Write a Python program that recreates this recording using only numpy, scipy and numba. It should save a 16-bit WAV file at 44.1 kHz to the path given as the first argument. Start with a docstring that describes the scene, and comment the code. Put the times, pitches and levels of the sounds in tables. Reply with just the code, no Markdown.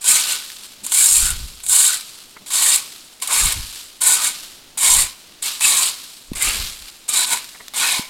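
"""Under a faint outdoor hush, a leaf rake is pulled in quick strokes through dry leaves and frozen soil.
In each stroke the tines land as scattered clicks, then stick and slip; one click train rings tines and head.
The head's resonances shift through the pull, leaves crackle in runs of clicks, and settle after the lift.
Stalks snap, boots shift and the lifted rake rattles as soft noise swells; from about a second in,
puffs of air rumble as low noise on the microphone; late on come two dull, decaying-sine bumps."""
import sys
import numpy as np
from scipy import signal
from scipy.fft import rfft, irfft
from scipy.io import wavfile
from scipy.ndimage import map_coordinates
from numba import njit

SR = 44100
rng = np.random.default_rng(int(sys.argv[2]) if len(sys.argv) > 2 else 0)


def int16_out(signal):
    """Quantize to a 16-bit WAV file."""
    q = np.round(np.clip(np.atleast_2d(signal).T, -1, 1) * 32767)
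    wavfile.write(sys.argv[1], SR, q.astype(np.int16))


N = 356813
T = np.arange(N) / SR

# spectrum of the thin tines ringing: f/Hz, relative level/dB
TINE_SPECTRUM = [(1500, -83.5), (4000, -10.5), (6000, -17), (6600, -5), (7200, 2), (7800, 2.5), (8600, 2),
                 (9800, -1.5), (11000, -6.5), (13000, -15.5), (16000, -24.5)]
# spectrum of dry leaves crackling: f/Hz, relative level/dB
CRACKLE_SPECTRUM = [(400, -34.5), (1200, -10.5), (2000, -13.5), (2800, -5), (4100, -1.5), (5000, -3.5),
                    (6000, -7.5), (10000, -10.5), (13000, -11), (16000, -27)]


def undb(db):
    """Decibels to gain."""
    return 10 ** (np.asarray(db) / 20)


def colour(x, points, size=4096):
    """Minimum-phase filter with a spectrum of (f/Hz, level/dB) points, scaled to unit energy."""
    hz, db = np.transpose(points)
    bin_hz = np.arange(size // 2 + 1) * SR / size
    gain_db = np.interp(np.log(bin_hz + 1), np.log(hz), db)
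    cepstrum = irfft(np.log(undb(gain_db)))
    # folding the cepstrum forward makes the filter causal
    cepstrum[1:size // 2] *= 2
    cepstrum[size // 2 + 1:] = 0
    response = irfft(np.exp(rfft(cepstrum)))
    return signal.oaconvolve(x, response / np.linalg.norm(response))[:N]


def walk(rate):
    """Random levels, rate a second, joined by straight lines; spread near 1."""
    knots = rng.standard_normal(N // 20)
    line = np.interp(T * rate, np.arange(len(knots)), knots)
    return line * np.sqrt(3 / 2)  # restores the spread lost between knots


def clicks(rate, spread_db):
    """Random clicks, rate a second, most small and a few large; rms 1."""
    chance, size, sign = rng.random(N), rng.exponential(size=N), rng.choice([-1, 1], N)
    strength = undb(spread_db * np.minimum(size, 4.5))
    x = (chance < rate / SR) * sign * strength / np.sqrt(rate)
    return x / np.std(x)


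def bursts(times, gains, decay_s):
    """Envelope of blows that start at once and die away exponentially."""
    blows = np.bincount((times * SR).astype(int), gains, N)
    return signal.lfilter([1], [1, -np.exp(-1 / (decay_s * SR))], blows + 1e-18)


def hops(rate, decay_s, steady):
    """Jerky friction: the force jumps at each hop and relaxes after it; rms 1."""
    kicks = (rng.random(N) < rate / SR) * rng.uniform(.3, 1, N)
    force = signal.lfilter([1], [1, -np.exp(-1 / (decay_s * SR))], kicks) + steady
    return force / np.sqrt(np.mean(force ** 2))


def ramp(start_s, length_s):
    """Straight rise from 0 to 1."""
    return np.clip((T - start_s) / length_s, 0, 1)


def hump(middle_s, half_s):
    """A smooth bell-shaped swell that peaks at 1."""
    return np.exp(-np.minimum(((T - middle_s) / half_s) ** 2, 50))


def swells(events, width_s):
    """Summed envelope of soft rubs, one for each (t/s, level/dB)."""
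    return sum(undb(db) * hump(s + width_s, width_s) for s, db in events)


@njit
def resonate(x, hz, width):
    """State-variable band-pass whose centre moves; gain 1 at the centre."""
    y, band, low = np.empty(len(x)), 0., 0.
    for i in range(len(x)):
        g, k = np.tan(np.pi * hz[i] / SR), width / hz[i]
        v = (band + g * (x[i] - low)) / (1 + g * (g + k))
        band, low, y[i] = 2 * v - band, low + 2 * g * v, k * v
    return y


def garden():
    """Faint outdoor hush: coloured noise with a slowly wandering level."""
    # spectrum of the hush: f/Hz, relative level/dB
    hush_spectrum = [(20, 2), (60, -7), (130, -7.5), (280, -2.5), (450, -6.5), (1000, -9.5), (2000, -10.5),
                     (4000, -6), (9000, -16.5), (16000, -21)]
    level_db = -48.5 + 1.2 * walk(3)
    return colour(rng.standard_normal(N), hush_spectrum) * undb(level_db)


def stroke(name):
    """One column of the stroke table, held from each landing to the next."""
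    # one row a stroke: lands t/s, bites t/s, lifts t/s, first touch relative to the pull/dB,
    # tine scratch/dB, sag by the end of the pull/dB, leaf rustle/dB, load on the head/dB, settling leaves/dB,
    # bending resonance at the bite f/Hz and at the lift f/Hz (before flexing),
    # relative levels of twisting mode/dB, soil/dB, tip rasp/dB
    stroke_rows = [ (0.006, 0.04, 0.31, -17.5, -11, 2, -22, -29.5, -29.5, 1220, 1190, 13.5, 2.5, -4),
                   (0.833, 0.907, 1.28, -9.5, -10, 7.5, -26, -35, -31.5, 1100, 1140, 10.5, -7, -12),
                   (1.628, 1.68, 1.934, -19, -10.5, 6, -26, -31.5, -33.5, 1060, 1200, 10, -9, 2.5),
                   (2.459, 2.501, 2.747, -17, -16.5, -5.5, -24, -30.5, -33.5, 1080, 1104, 4, -6, -1),
                   (3.213, 3.295, 3.503, -7, -15, 3.5, -25, -25.5, -30, 1075, 1150, 4, -2.5, -6),
                   (4.004, 4.036, 4.277, -5.5, -11, 6, -25.5, -25.5, -38.5, 1065, 1220, 10, -3, -1.5),
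                   (4.772, 4.806, 5.020, -8.5, -11.5, 2, -25, -26, -41, 1130, 1070, 2, -2.5, 1.5),
                   (5.418, 5.445, 5.46, -3.5, -20.5, -0.5, -26, -37.5, -28, 1100, 1118, -8, 2, 2),
                   (5.597, 5.608, 5.886, -9.5, -11.5, 11, -25, -26.5, -33, 1155, 1085, -8, -1, 5.5),
                   (6.348, 6.398, 6.655, -9.5, -18.5, 29.5, -25, -29.5, -34, 1120, 1200, -14, 8.5, -7),
                   (7.078, 7.109, 7.240, -5, -15.5, 4, -28.5, -27.5, -38, 1170, 1060, 5, 0, 11),
                   (7.256, 7.277, 7.338, -7, -16.5, 0.5, -26.5, -26.5, -35.5, 1140, 1070, 8, 0, -2),
                   (7.734, 7.756, 7.98, -9, -18, 7, -25, -23.5, -39.5, 1170, 1046, 4, -4, 5.5)]
    columns = "land bite lift touch scratch sag rustle load settle bend_from bend_to twist soil rasp".split()
    table = np.array(stroke_rows)
    row = np.maximum(np.searchsorted(table[:, 0], T) - 1, 0)
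    return table[row, columns.index(name)]


def progress():
    """How far the pull has come: 0 at the bite, 1 at the lift."""
    return ramp(stroke("bite"), stroke("lift") - stroke("bite"))


def effort():
    """Touch, bite, sagging pull and lift set the tine scratch, the leaf rustle and the load on the head."""
    # the tines ride up on leaves and lose their grip: middle t/s, half length/s, depth/dB
    skips = [(0.249, .064, 15), (0.878, 0.04, 16), (1.924, 0.015, 7), (3.266, 0.023, 13), (3.498, .014, 6),
             (4.194, 0.032, 11), (7.12, 0.0092, 9)]
    # tossed leaves tumble back onto the heap: middle t/s, half length/s, rustle level/dB
    tumbles = [(.65, 0.021, -47), (3.772, 0.079, -41.5), (4.41, 0.11, -40.5), (6.883, .015, -45.5)]
    land_s, bite_s = 0.011, 0.05  # rise of the first touch and of the pull
    sag_power = 2.2  # the pull weakens late rather than early
    tine_release, leaf_release, head_release = 348, 179, 156  # dB per second after the lift
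    settle_db_per_s = 38  # stirred leaves come to rest
    leaf_share, head_share = 0.14, 0.56  # how far leaves and head follow a weakening pull
    cling_tine_db, cling_head_db = -4.5, -14  # settling leaves still brush the lifted tines and head

    touch = undb(stroke("touch")) * ramp(stroke("land"), land_s)
    press = touch + (1 - touch) * ramp(stroke("bite"), bite_s)
    slack_db = stroke("sag") * progress() ** sag_power
    slack_db = slack_db + sum(db * hump(s, half_s) for s, half_s, db in skips)
    lifted_s = np.maximum(T - stroke("lift"), 0)
    settling = undb(stroke("settle") - settle_db_per_s * lifted_s) * progress()
    settling = settling + sum(undb(db) * hump(s, half_s) for s, half_s, db in tumbles)
    scratch = press * undb(stroke("scratch") - slack_db - tine_release * lifted_s)
    rustle = press * undb(stroke("rustle") - leaf_share * slack_db - leaf_release * lifted_s)
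    load = press * undb(stroke("load") - head_share * slack_db - head_release * lifted_s)
    return (np.hypot(scratch, settling * undb(cling_tine_db)), np.hypot(rustle, settling),
            np.hypot(load, settling * undb(cling_head_db)))


def tines(scratch, slips):
    """Slips ring the thin tines, which chatter as they hop over frozen crumbs; hard grains tick on them."""
    # spectrum of hard grains ticking on the tines: f/Hz, relative level/dB
    grit_spectrum = [(2000, -31), (6000, 3), (9000, -31), (13000, 26), (16000, 2)]
    chatter = hops(190, .004, 1.2)
    ring = colour(slips * scratch * chatter, TINE_SPECTRUM) * undb(-1.08)
    ticks = colour(clicks(600, 3.2), grit_spectrum) * undb(-21)
    return ring + ticks * scratch


def sway():
    """A mode swells and fades as other tines take the load."""
    return undb(3.2 * walk(18))


def head(push, twist_hz=1492):
    """The fan rings: a bending mode that shifts with the pull, a twisting mode and a few that only waver."""
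    # other resonances of the rake head: centre f/Hz, width/Hz, relative level/dB
    wavering_modes = [(995, 45, 1.5), (1873, 76, 2.5), (2247, 144, 4), (2500, 150, 1), (3690, 740, -4.5)]
    bend_hz = stroke("bend_from") + (stroke("bend_to") - stroke("bend_from")) * progress()
    flex = 1 + .018 * walk(12)
    out = resonate(push, bend_hz * flex ** 2, 78.0) * undb(8.5)
    out += resonate(push, twist_hz * np.sqrt(flex), 36.0) * undb(stroke("twist") - 1.0)
    for hz, width_hz, db in wavering_modes:
        out += resonate(push, hz * flex, 1. * width_hz) * undb(db) * sway()
    return out


def squeak(length_s, hz, width_hz, glide):
    """A brief swell of stick-slip: noise in one narrow, sliding resonance; rms near 0.7."""
    count = int(length_s * SR)
    slide_hz = hz * (1 + glide * np.linspace(-1, 1, count))
    ring = resonate(rng.standard_normal(count), slide_hz, 1. * width_hz)
    return ring / np.std(ring) * np.sin(np.linspace(0, np.pi, count))


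def catches(pull, count=1100):
    """Single tines keep catching, each at a pitch of its own; a few drag long and loud."""
    # a tine drags over a stone or stiff leaf: start t/s, length/s, centre f/Hz, relative level/dB
    long_catches = [(0.084, .067, 2220, -26.5), (1.182, 0.19, 1470, -34), (1.86, 0.096, 1470, -31.5),
                    (3.281, 0.07, 1096, -26), (4.17, 0.055, 1225, -29.5), (4.82, 0.071, 3310, -26.5),
                    (4.87, 0.035, 2070, -25), (5.608, .064, 2600, -19), (5.748, 0.11, 1080, -29),
                    (6.403, 0.04, 2090, -27), (6.453, 0.069, 2730, -24), (7.144, .14, 3870, -25.5),
                    (7.16, 0.097, 1500, -35), (7.301, .049, 2230, -29), (7.81, .057, 1480, -27)]
    small, large = np.zeros(N + SR), np.zeros(N + SR)
    for when, length, pitch, glide in rng.random((count, 4)):
        grain = squeak(.015 + .04 * length, 1600 + 5000 * pitch, 100, .04 * (glide - .5))
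        start = int(when * N)
        small[start:start + len(grain)] += grain * undb(rng.uniform(-5, 4))
    for s, length_s, hz, db in long_catches:
        grain = squeak(length_s, hz, 60 + 0.015 * hz, -.012)
        start = int(s * SR)
        large[start:start + len(grain)] += grain * undb(db)
    return (small[:N] * pull * undb(-5) + large[:N]) * hops(220, .003, 1)


def drag(scratch, rustle, load, slips):
    """On the ground the tips rasp, the head rings and the soil grinds; all ease off as the rake lifts."""
    # spectrum of tines scraping soil: f/Hz, relative level/dB
    soil_spectrum = [(80, -23), (200, 1.5), (450, 3.5), (800, -4.5), (1300, 1), (2500, 10.5), (4000, -5.5),
                     (8000, -34)]
    # the tine tips stiffen as the pull bends them, over a 46 ms time constant
    bent = 1 - np.exp(-np.maximum(T - stroke("bite"), 0) / 0.046)
    rasp_hz = 3500 + 570 * bent + 110 * walk(12)
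    contact = scratch / (scratch + undb(-30.0))
    ring = head(slips * load * np.sqrt(contact)) * undb(8.5)
    rasp = resonate(clicks(2500, 1.3) * rustle * contact, rasp_hz, 530.0) * undb(stroke("rasp") + 10.0)
    grit = colour(clicks(3000, 0.75) * load * undb(stroke("soil") - 6.5), soil_spectrum)
    return ring + rasp + grit + catches(rustle * contact ** 2)


def leaves(rustle):
    """Dry leaves buckle in runs of tiny cracks, denser the harder they are stirred; brittle ones snap."""
    # single stalks snap: t/s, relative level/dB
    stalk_snaps = [(0.5016, -19), (1.603, -24), (2.9616, -25), (7.3734, -12), (7.444, -21), (7.682, -16.5)]
    # spectrum of brittle leaves and stalks snapping: f/Hz, relative level/dB
    snap_spectrum = [(400, -15), (1000, -8), (4000, 1), (9000, -8), (13000, -6), (16000, -13)]
    rate = 2200 + 6000 * np.minimum(rustle / undb(-27.5), 1)  # cracks per second
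    cracks = clicks(rate, 1.7) * hops(220, .003, 1.1)
    brittle = clicks(160, 3.0) * undb(-11.5)
    s, level_db = np.transpose(stalk_snaps)
    stalks = rng.standard_normal(N) * bursts(s, undb(level_db - 6), 0.0017)
    return colour(cracks * rustle, CRACKLE_SPECTRUM) + colour(brittle * rustle + stalks, snap_spectrum)


def strikes():
    """The tines hit in a quick scatter of clicks that also crushes leaves and rings the head."""
    # tines land or snap free: t/s, relative level/dB, head relative to tines/dB
    blows = [(0.042, -9.5, -13), (0.32, -5.5, -36), (0.844, -14, -15), (0.8637, -8, -21), (0.92, -4, -11.5),
             (1.3033, -3, -22), (1.6355, -15, -24), (1.664, -7, -21), (1.695, -0.5, -34), (2.461, -24, -6),
             (2.5042, -16, -2), (2.622, 1, -11.5), (2.7584, -1, -33), (3.2004, -29, -5),
             (3.2226, -10.5, -6), (3.274, -6.5, -14), (3.3263, -3, -28), (3.455, -2, -35),
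             (3.522, -4.5, -9), (4.017, -3, -15), (4.07, -3, -24), (4.774, -15, -5.5), (4.8307, -2.5, -11),
             (5.4246, -8, -18), (5.464, -10, -13), (5.608, -10.5, -2), (6.3332, -28, 7), (6.3599, -32, -17),
             (6.423, 2, -29), (7.0896, -3.5, -60), (7.3337, -11, -4), (7.7367, -26, 7)]
    s, level_db, head_db = np.transpose(blows)
    scatter, decay_s = clicks(9000, 2.2), .007
    bright = colour(scatter * bursts(s, undb(level_db - 10.5), decay_s), TINE_SPECTRUM)
    crushed = colour(scatter * bursts(s, undb(level_db + head_db / 2 - 11), decay_s), CRACKLE_SPECTRUM)
    return bright + crushed + head(scatter * bursts(s, undb(level_db + head_db - 2.5), decay_s))


def ground_bounce(x, lag_s=.00133):
    """The hard ground returns the rake's sound a moment later; the lag wanders as the rake moves."""
    lag = lag_s * (1 + .04 * walk(7))
    return x + .25 * map_coordinates(x, [np.arange(N) - lag * SR], order=3)


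def yard(x, t60_s=0.37, wet_db=-15):
    """Paving, shed and trees scatter back a short, dull tail of decaying noise."""
    age = T[:SR // 2]
    tail = rng.standard_normal(len(age)) * undb(-60 * age / t60_s) * (age > .004)
    tail = signal.sosfilt(signal.butter(1, 6000, fs=SR, output="sos"), tail / np.linalg.norm(tail))
    return x + undb(wet_db) * signal.oaconvolve(x, tail)[:N]


def handling():
    """Between strokes boots shift as low noise and the lifted rake rattles as soft swells of clicks."""
    # boots shift on the paving: t/s, relative level/dB
    boot_shifts = [(0.819, -45.5), (2.399, -50)]
    # the lifted rake rattles: t/s, relative level/dB
    rake_rattles = [(2.361, -31), (7.546, -31), (7.6, -31.5)]
    boots = colour(rng.standard_normal(N),
                   [(80, -15), (180, 1), (260, -1), (400, -14), (1000, -15), (4000, -45)])
    rattle = colour(clicks(5300, 0.85),
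                    [(300, -13), (800, -7.5), (1150, 0.5), (1500, -11), (2000, 1.0), (2800, -22), (6000, -48)])
    return rattle * swells(rake_rattles, 0.0079) * undb(-7) + boots * swells(boot_shifts, 0.023) * undb(-0.5)


def air():
    """Eddies buffet the microphone in short, fluttering puffs of low noise."""
    # puffs of air: middle t/s, half length/s, relative level/dB
    air_puffs = [(1.165, 0.048, -38), (1.293, 0.069, -31), (1.434, 0.11, -37.5), (1.693, 0.087, -52),
                 (3.435, 0.052, -29.5), (3.572, 0.028, -30), (3.662, 0.037, -40), (4.965, 0.079, -34),
                 (6.345, 0.043, -37), (6.49, 0.079, -40), (6.647, 0.041, -32), (6.805, .06, -48)]
    wake_db, wake_s = -21, 0.091  # weak eddies linger after each puff
    gust = 0
    for s, half_s, db in air_puffs:
        wake = undb(wake_db) * ramp(s, half_s) * np.exp(-np.abs(T - s) / wake_s)
        gust = gust + undb(db) * (hump(s, half_s) + wake)
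    flutter = undb(3 * walk(25) - 1.5)
    eddies = colour(rng.standard_normal(N) * flutter,
                    [(10, -3.5), (28, 2.5), (70, -4.5), (130, -15), (220, -21.5), (450, -36.5), (2000, -63)])
    return eddies * gust * undb(4.0)


def bumps(hz=230, decay_s=0.0015):
    """Soft knocks: sines that die within two cycles."""
    # dull bumps: t/s, relative level/dB
    knocks = [(6.317, -21.5), (7.994, -23)]
    out = 0
    for s, db in knocks:
        age = np.maximum(T - s, 0)
        envelope = age / decay_s * np.exp(-age / decay_s)
        out = out + undb(db + 14.5) * envelope * np.sin(2 * np.pi * hz * age)
    return out


def scene():
    """The same slips drive the tines and the head; leaves, handling, bumps, air and garden join them."""
    scratch, rustle, load = effort()
    slips = clicks(8000, 2.05)
    rake = ground_bounce(tines(scratch, slips) + drag(scratch, rustle, load, slips) + strikes())
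    near = yard(rake + leaves(rustle) + handling())
    return (near + bumps() + air() + garden())[None]


def record(dry):
    """Soft saturation rounds the highest peaks and a steep low-pass cuts the top."""
    rounded = dry / (1 + (dry / .93) ** 6) ** (1 / 6)
    top_hz = 16300
    return signal.sosfilt(signal.ellip(10, .1, 80, top_hz, fs=SR, output="sos"), rounded)


dry = scene()
out = record(dry)
int16_out(out)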